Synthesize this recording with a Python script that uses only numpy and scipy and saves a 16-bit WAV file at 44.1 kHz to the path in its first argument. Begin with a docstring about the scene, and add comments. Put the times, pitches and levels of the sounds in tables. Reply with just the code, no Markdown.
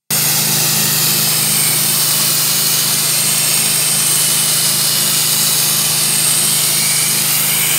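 """Pressure washer on wet concrete

Close by, a jet sweeps to and fro over a round plate in wet concrete. Countless drops make a dense
spatter and hiss, and a fluttering sizzle swells where the jet cuts the puddle. The worker's legs throw
back a moving early echo. Behind it a one-cylinder engine throbs and beats against the pump's hum."""
import sys
import numpy as np
from scipy import signal
from scipy.fft import rfft, irfft, next_fast_len
from scipy.io import wavfile
from scipy.ndimage import uniform_filter1d, map_coordinates

SR = 44100
rng = np.random.default_rng(int(sys.argv[2]) if len(sys.argv) > 2 else 0)


def digitize_waveform(pressure):
    """Quantize a signal to 16-bit integers and store it at the path in sys.argv[1].

    Rows of a 2-D input are taken as channels; values are limited to [-1, 1].
    """
    field = np.atleast_2d(pressure).T
    bounded = np.clip(field, -1, 1)
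    quanta = np.round(bounded * 32767).astype(np.int16)
    wavfile.write(sys.argv[1], SR, quanta)


N = 343098
TOP_HZ = 15750  # the sound is cut off above this pitch

# The worker steps back, then in again. Each row: time in seconds, delay in milliseconds of the echo
# off his far leg while the jet is in the middle of the plate.
STANCE = [(0, 2.15), (.9, 2.1), (1.6, 2.6), (2.1, 2.97), (6.3, 2.94), (6.8, 2.72), (7.2, 2.35), (7.78, 1.8)]
STOOD_BACK_MS = np.max(STANCE, axis=0)[1]


def amp(db):
    """Turn decibels into a number to multiply by."""
    return 10 ** (np.asarray(db) / 20)


def unit(x):
    """Scale a signal to an average strength (rms) of 1."""
    return x / np.sqrt(np.mean(x ** 2) + 1e-20)


def along(points, hz):
    """Read between rows of (Hz, value), giving each octave equal room."""
    pitches, values = np.transpose(points)
    return np.interp(np.log(hz + 1), np.log(pitches + 1), values)


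def curves(rows):
    """Turn each column after the time into one value per sample."""
    times, *columns = np.transpose(rows)
    return [np.interp(np.arange(N) / SR, times, column) for column in columns]


def wobble(rate):
    """A smooth random curve of strength 1, through `rate` random points a second."""
    points = rng.standard_normal(int(N * rate / SR) + 4)
    return unit(map_coordinates(points, [np.arange(N) * rate / SR]))


def filtered(x, response):
    """Multiply each frequency in x by response(hz)."""
    size = next_fast_len(N + SR // 2)
    return irfft(rfft(x, size) * response(np.fft.rfftfreq(size, 1 / SR)), size)[..., :N]


def turns(hz):
    """The angle, in radians, reached by something turning at a changing rate."""
    return 2 * np.pi * np.cumsum(hz) / SR


def delayed(x, ms):
    """Delay x by a changing number of milliseconds."""
    return map_coordinates(x, [np.arange(N) - ms * SR / 1000], order=3)


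def jet_place(t):
    """Where the jet is on the plate: each stroke eases from one turning point to the next."""
    # Turning points. Each row: time in seconds, place from -1 (left rim) to 1 (right rim).
    strokes = [(0, -0.41), (.68, 0.78), (1.55, -0.56), (2.42, 0.86), (3.45, -0.69), (5.25, 0.84),
               (6.3, -0.22), (6.8, 0.014), (7.8, -0.93)]
    times, places = np.transpose(strokes)
    numbers = np.arange(len(times))
    stroke, progress = np.divmod(np.interp(t, times, numbers), 1)
    return np.interp(stroke + (1 - np.cos(np.pi * progress)) / 2, numbers, places)


def closeness(t):
    """0 when the worker stands farthest back, 1 when he is nearest."""
    times, delay_ms = np.transpose(STANCE)
    return (STOOD_BACK_MS - np.interp(t, times, delay_ms)) / np.ptp(delay_ms)


def echo_ms(t, sweep_ms=0.17):
    """The echo off the far leg comes later as the worker steps back or the jet moves right."""
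    return np.interp(t, *np.transpose(STANCE)) + sweep_ms * jet_place(t)


def drops(size_spread_db=4.0, hit_share=0.26):
    """Countless drop impacts of uneven size, merging into a rush."""
    sizes = rng.standard_normal(N) * amp(size_spread_db * rng.standard_normal(N))
    hits = unit(sizes * (rng.random(N) < 0.12))
    return np.sqrt(hit_share) * hits + np.sqrt(1 - hit_share) * rng.standard_normal(N)


def hollow_rings(splash, width_hz=125, dip_above_hz=300, dip_depth=0.72, bend_hz=35, shimmer_db=1.9):
    """The splash rings hollow, each ring with a dip just above it; its treble shimmers in patches."""
    # Rings that swell and fade as the jet crosses the plate. Each row: time of the peak in seconds,
    # seconds spent above half the boost, pitch in Hz (bend_hz lower at the right rim), boost in dB.
    plate_rings = [(.3, 0.76, 2720, 1.5), (.5, 0.43, 840, 5), (0.847, 0.28, 1820, 5.5),
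                   (1.655, 0.25, 2270, 8), (3.602, 0.74, 2600, 4.5), (3.6, .4, 5430, 9),
                   (4.6, 6, 2998, 4.5), (5.3, 1.6, 6780, 5), (5.3, 1.3, 9650, 3.5), (7.0, .55, 2270, 8.5),
                   (7.65, 0.41, 2300, 5.5), (7.7, 0.32, 2980, 4)]
    # Lasting rings that glide up together as the worker closes in.
    # Each row: pitch in Hz when he stands back, boost in dB.
    gliding_rings = [(3700, 1), (4080, 1.5), (4420, 2.5), (5000, 1)]
    hz, t, spectrum = signal.stft(splash, SR, nperseg=1024)
    bump = lambda centre: np.exp(-0.5 * ((hz[:, None] - centre) / width_hz) ** 2)
    ring = lambda centre: bump(centre) - dip_depth * bump(centre + dip_above_hz)
    bend = bend_hz * jet_place(t)
    swelling = sum(boost_db * 0.5 ** ((2 * (t - peak) / length) ** 2) * ring(pitch - bend)
                   for peak, length, pitch, boost_db in plate_rings)
    rise = (STOOD_BACK_MS / echo_ms(t)) ** 0.62
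    gliding = sum(boost_db * ring(pitch * rise) for pitch, boost_db in gliding_rings)
    patches = uniform_filter1d(rng.standard_normal(spectrum.shape), size=4, axis=0)  # blur over pitch
    patches = uniform_filter1d(patches, size=40, axis=1)  # and over time
    shimmer = shimmer_db * unit(patches) * np.sqrt(hz[:, None] / 6000)
    return signal.istft(spectrum * amp(swelling + gliding + shimmer), SR, nperseg=1024)[1][:N]


def spray(surge, mist_db=-0.8, surge_db=0.45):
    """Drops strike the slab: coarse ones thud and spatter, the finest fizz and drift off as mist."""
    # The water's tone before it is split into layers. Each row: frequency in Hz, relative level in dB.
    water_tone = [(150, -29), (400, -10), (800, -5.5), (1000, -6.5), (1300, -4.5), (1750, -7), (3400, -4),
                  (4000, 0), (4950, 2), (6000, -4.5), (6800, -2.5), (7500, -4.5), (10300, 2), (15500, -0.5)]
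    # Layers 0 to 4: impact, spatter, rush, hiss, fizz. Each row: level in dB, then dB added with the
    # jet at the right, with the jet at either rim, with the worker close, and per second of drift.
    layers = [(-30, 0.04, 0.3, 0.6, -0.14), (-28.5, -1.1, 1.6, 1.6, 0.18), (-21.5, 2.4, -1.3, -3, -0.05),
              (-23, 0.7, -0.2, 2.3, -0.1), (-22, 1.5, -2, -2.5, .5)]
    # Layer 5: the mist, the top treble. Each row: time in seconds, level in dB before mist_db is added.
    mist = [(0.15, -22), (0.17, -21), (1.25, -19), (1.5, -20), (2.27, -20), (3.62, -23.5), (5.8, -22),
            (6.33, -25.5), (6.71, -22.5), (7.01, -24.5), (7.37, -17.5), (7.75, -19)]
    # Frequencies in Hz; at each one, the layer numbered in zone_layer takes over.
    zone_hz = [1450, 2700, 4100, 5000, 6500, 7500, 9900, 11000, 12400]
    zone_layer = np.array([0, 1, 2, 2, 3, 3, 4, 4, 5])
    splash = filtered(drops(), lambda hz: amp(along(water_tone, hz)) * (hz < TOP_HZ))
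    water = hollow_rings(splash)
    t = np.arange(N) / SR
    across = jet_place(t)
    close = closeness(t) ** 1.65  # his body colours the spray mostly when he is nearest
    levels = [db + right_db * across + rim_db * across ** 2 + close_db * close + drift * (t - t.mean())
              for db, right_db, rim_db, close_db, drift in layers]
    levels.append(curves(mist)[0] + mist_db)
    band = lambda layer: unit(filtered(water, lambda hz: np.interp(hz, zone_hz, zone_layer == layer)))
    return sum(amp(level) * band(layer) for layer, level in enumerate(levels)) * amp(surge_db * surge)


def sizzle(surge, pitch_hz=8510, rise_hz_per_db=30, width_hz=370, wander_hz=60, flutter_db=0.8):
    """A narrow, sputtering ring where the jet tears the water film; it sinks in pitch as it swells."""
    # The sizzle's swells. Each row: time in seconds, strength in dB, which steers level and pitch.
    swells = [(0.15, -21), (0.36, -24.5), (0.91, -26.5), (1.63, -19), (2.67, -25), (3.03, -20),
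              (4.11, -18.5), (4.97, -24), (5.95, -22), (6.29, -17), (6.77, -22), (7.01, -20), (7.26, -23),
              (7.75, -20.5)]
    strength, = curves(swells)
    weaker_db = strength.max() - strength
    level_db = strength.max() + 1.4 - 1.48 * weaker_db
    slow_noise = filtered(rng.standard_normal((2, N)), lambda hz: 1 / np.sqrt(1 + (hz / width_hz) ** 6))
    phase = turns(pitch_hz + rise_hz_per_db * weaker_db + wander_hz * wobble(3))
    tone = slow_noise[0] * np.cos(phase) + slow_noise[1] * np.sin(phase)  # noise moved up to the pitch
    flutter = amp(flutter_db * wobble(170) + 0.05 * surge)
    return amp(level_db) * unit(tone * flutter)


def leg_echoes(jet, fold_gain=0.05):
    """Add the spray's echoes off the worker; they come sooner and stronger as he steps closer."""
    # Echoes off boots, legs and hip. Each row: delay in milliseconds when he stands back,
    # share of the far leg's movement, gain when he stands back.
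    echoes = [(1.67, 0.22, 0.13), (1.98, 0.581, 0.1), (2.18, 0.653, -0.11), (2.43, 1.125, 0.085),
              (2.96, 0.992, 0.12), (3.5, 1.01, 0.076)]
    far_ms = echo_ms(np.arange(N) / SR)
    # a leg is too narrow to throw back long waves, and cloth dulls the shortest
    bounce = filtered(jet, lambda hz: hz / np.hypot(hz, 1500) / np.hypot(1, hz / 16000))
    body = sum(gain * delayed(bounce, ms + share * (far_ms - STOOD_BACK_MS))
               for ms, share, gain in echoes)
    # folds of the clothes scatter weak copies whose paths all stretch together
    folds = sum(rng.choice([-1, 1]) * delayed(bounce, far_ms * rng.uniform(0.5, 1.5)) for _ in range(8))
    return jet + (STOOD_BACK_MS / far_ms) ** 0.36 * body + fold_gain * folds


def engine_and_pump(pump_turns_per_firing=2.7031, tones_db=1, rumble_db=-5, shake_db=0.46, puff=0.2):
    """Exhaust pulses, rumble and pump hum; the pump's third harmonic beats with the engine's eighth."""
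    # Engine speed. Each row: time in seconds, firings per second.
    speed = [(1.8, 25.857), (4.0, 25.945)]
    # The machine's loudness. Each row: time in seconds, base level in dB.
    loudness = [(0.15, -28.5), (0.55, -26.5), (2.52, -31.5), (4.96, -31.5), (7.7, -31.5)]
    # The exhaust note. Each row: multiple of the firing rate, relative level in dB.
    exhaust_harmonics = [(2, -30), (3, -60), (4, -18.5), (5, -6), (6, -1.5), (7, -31), (8, -11.5),
                         (9, -28.5), (10, -16.5), (12, -24.5), (13, -17.5), (14, -19), (16, -22.5),
                         (17, -25), (21, -37), (31, -21.5), (33, -23)]
    # The pump's hum. Each row: multiple of its turning rate, relative level in dB.
    pump_harmonics = [(2, -22.5), (3, -8.5), (4, -21), (5, -16), (6, -18.5), (7, -21), (8, -43)]
    # The rumble's tone. Each row: frequency in Hz, relative level in dB.
    rumble_tone = [(20, -38), (45, -28), (80, -5), (130, -4.5), (200, 2), (290, -3), (350, 1), (550, -7),
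                   (900, -10.5), (2500, -13), (8000, -62)]
    cycle = turns(curves(speed)[0])
    level, = curves(loudness)
    # the muffler smears each pulse: higher harmonics leave it later
    exhaust = sum(amp(db) * np.cos(k * cycle - 0.582 * k * k) for k, db in exhaust_harmonics)
    hum = sum(amp(db + wobble(4.3)) * np.sin(k * pump_turns_per_firing * cycle)
              for k, db in pump_harmonics)
    tones = np.sqrt(2) * (amp(shake_db * wobble(26)) * exhaust + hum)
    puffs = rng.standard_normal(N) * (1 + puff * np.cos(cycle))
    rumble = unit(filtered(puffs, lambda hz: amp(along(rumble_tone, hz))))
    # the rumble arrives by many paths, so its level moves less
    steadier_level = level.mean() + 0.45 * (level - level.mean())
    return amp(level + tones_db) * tones + amp(steadier_level + rumble_db) * rumble


def scene():
    """Jet and machine, heard at one point: the same in both channels."""
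    surge = 0.5 * wobble(60) + 0.54 * wobble(17)  # the jet breaks up unevenly
    mono = leg_echoes(spray(surge) + sizzle(surge)) + engine_and_pump()
    return np.array([mono, mono])


def record(dry):
    """The sound cuts in abruptly; the tallest peaks are rounded off and the top treble is removed."""
    start_s, ceiling = 0.105, 0.84
    opening = np.clip((np.arange(N) / SR - start_s) / 0.001, amp(-68), 1)
    rounded = dry / (1 + np.abs(dry / ceiling) ** 6) ** (1 / 6)
    return filtered(rounded * opening, lambda hz: np.clip((TOP_HZ - hz) / 250 + 0.5, 0, 1))


dry = scene()
out = record(dry)
digitize_waveform(out)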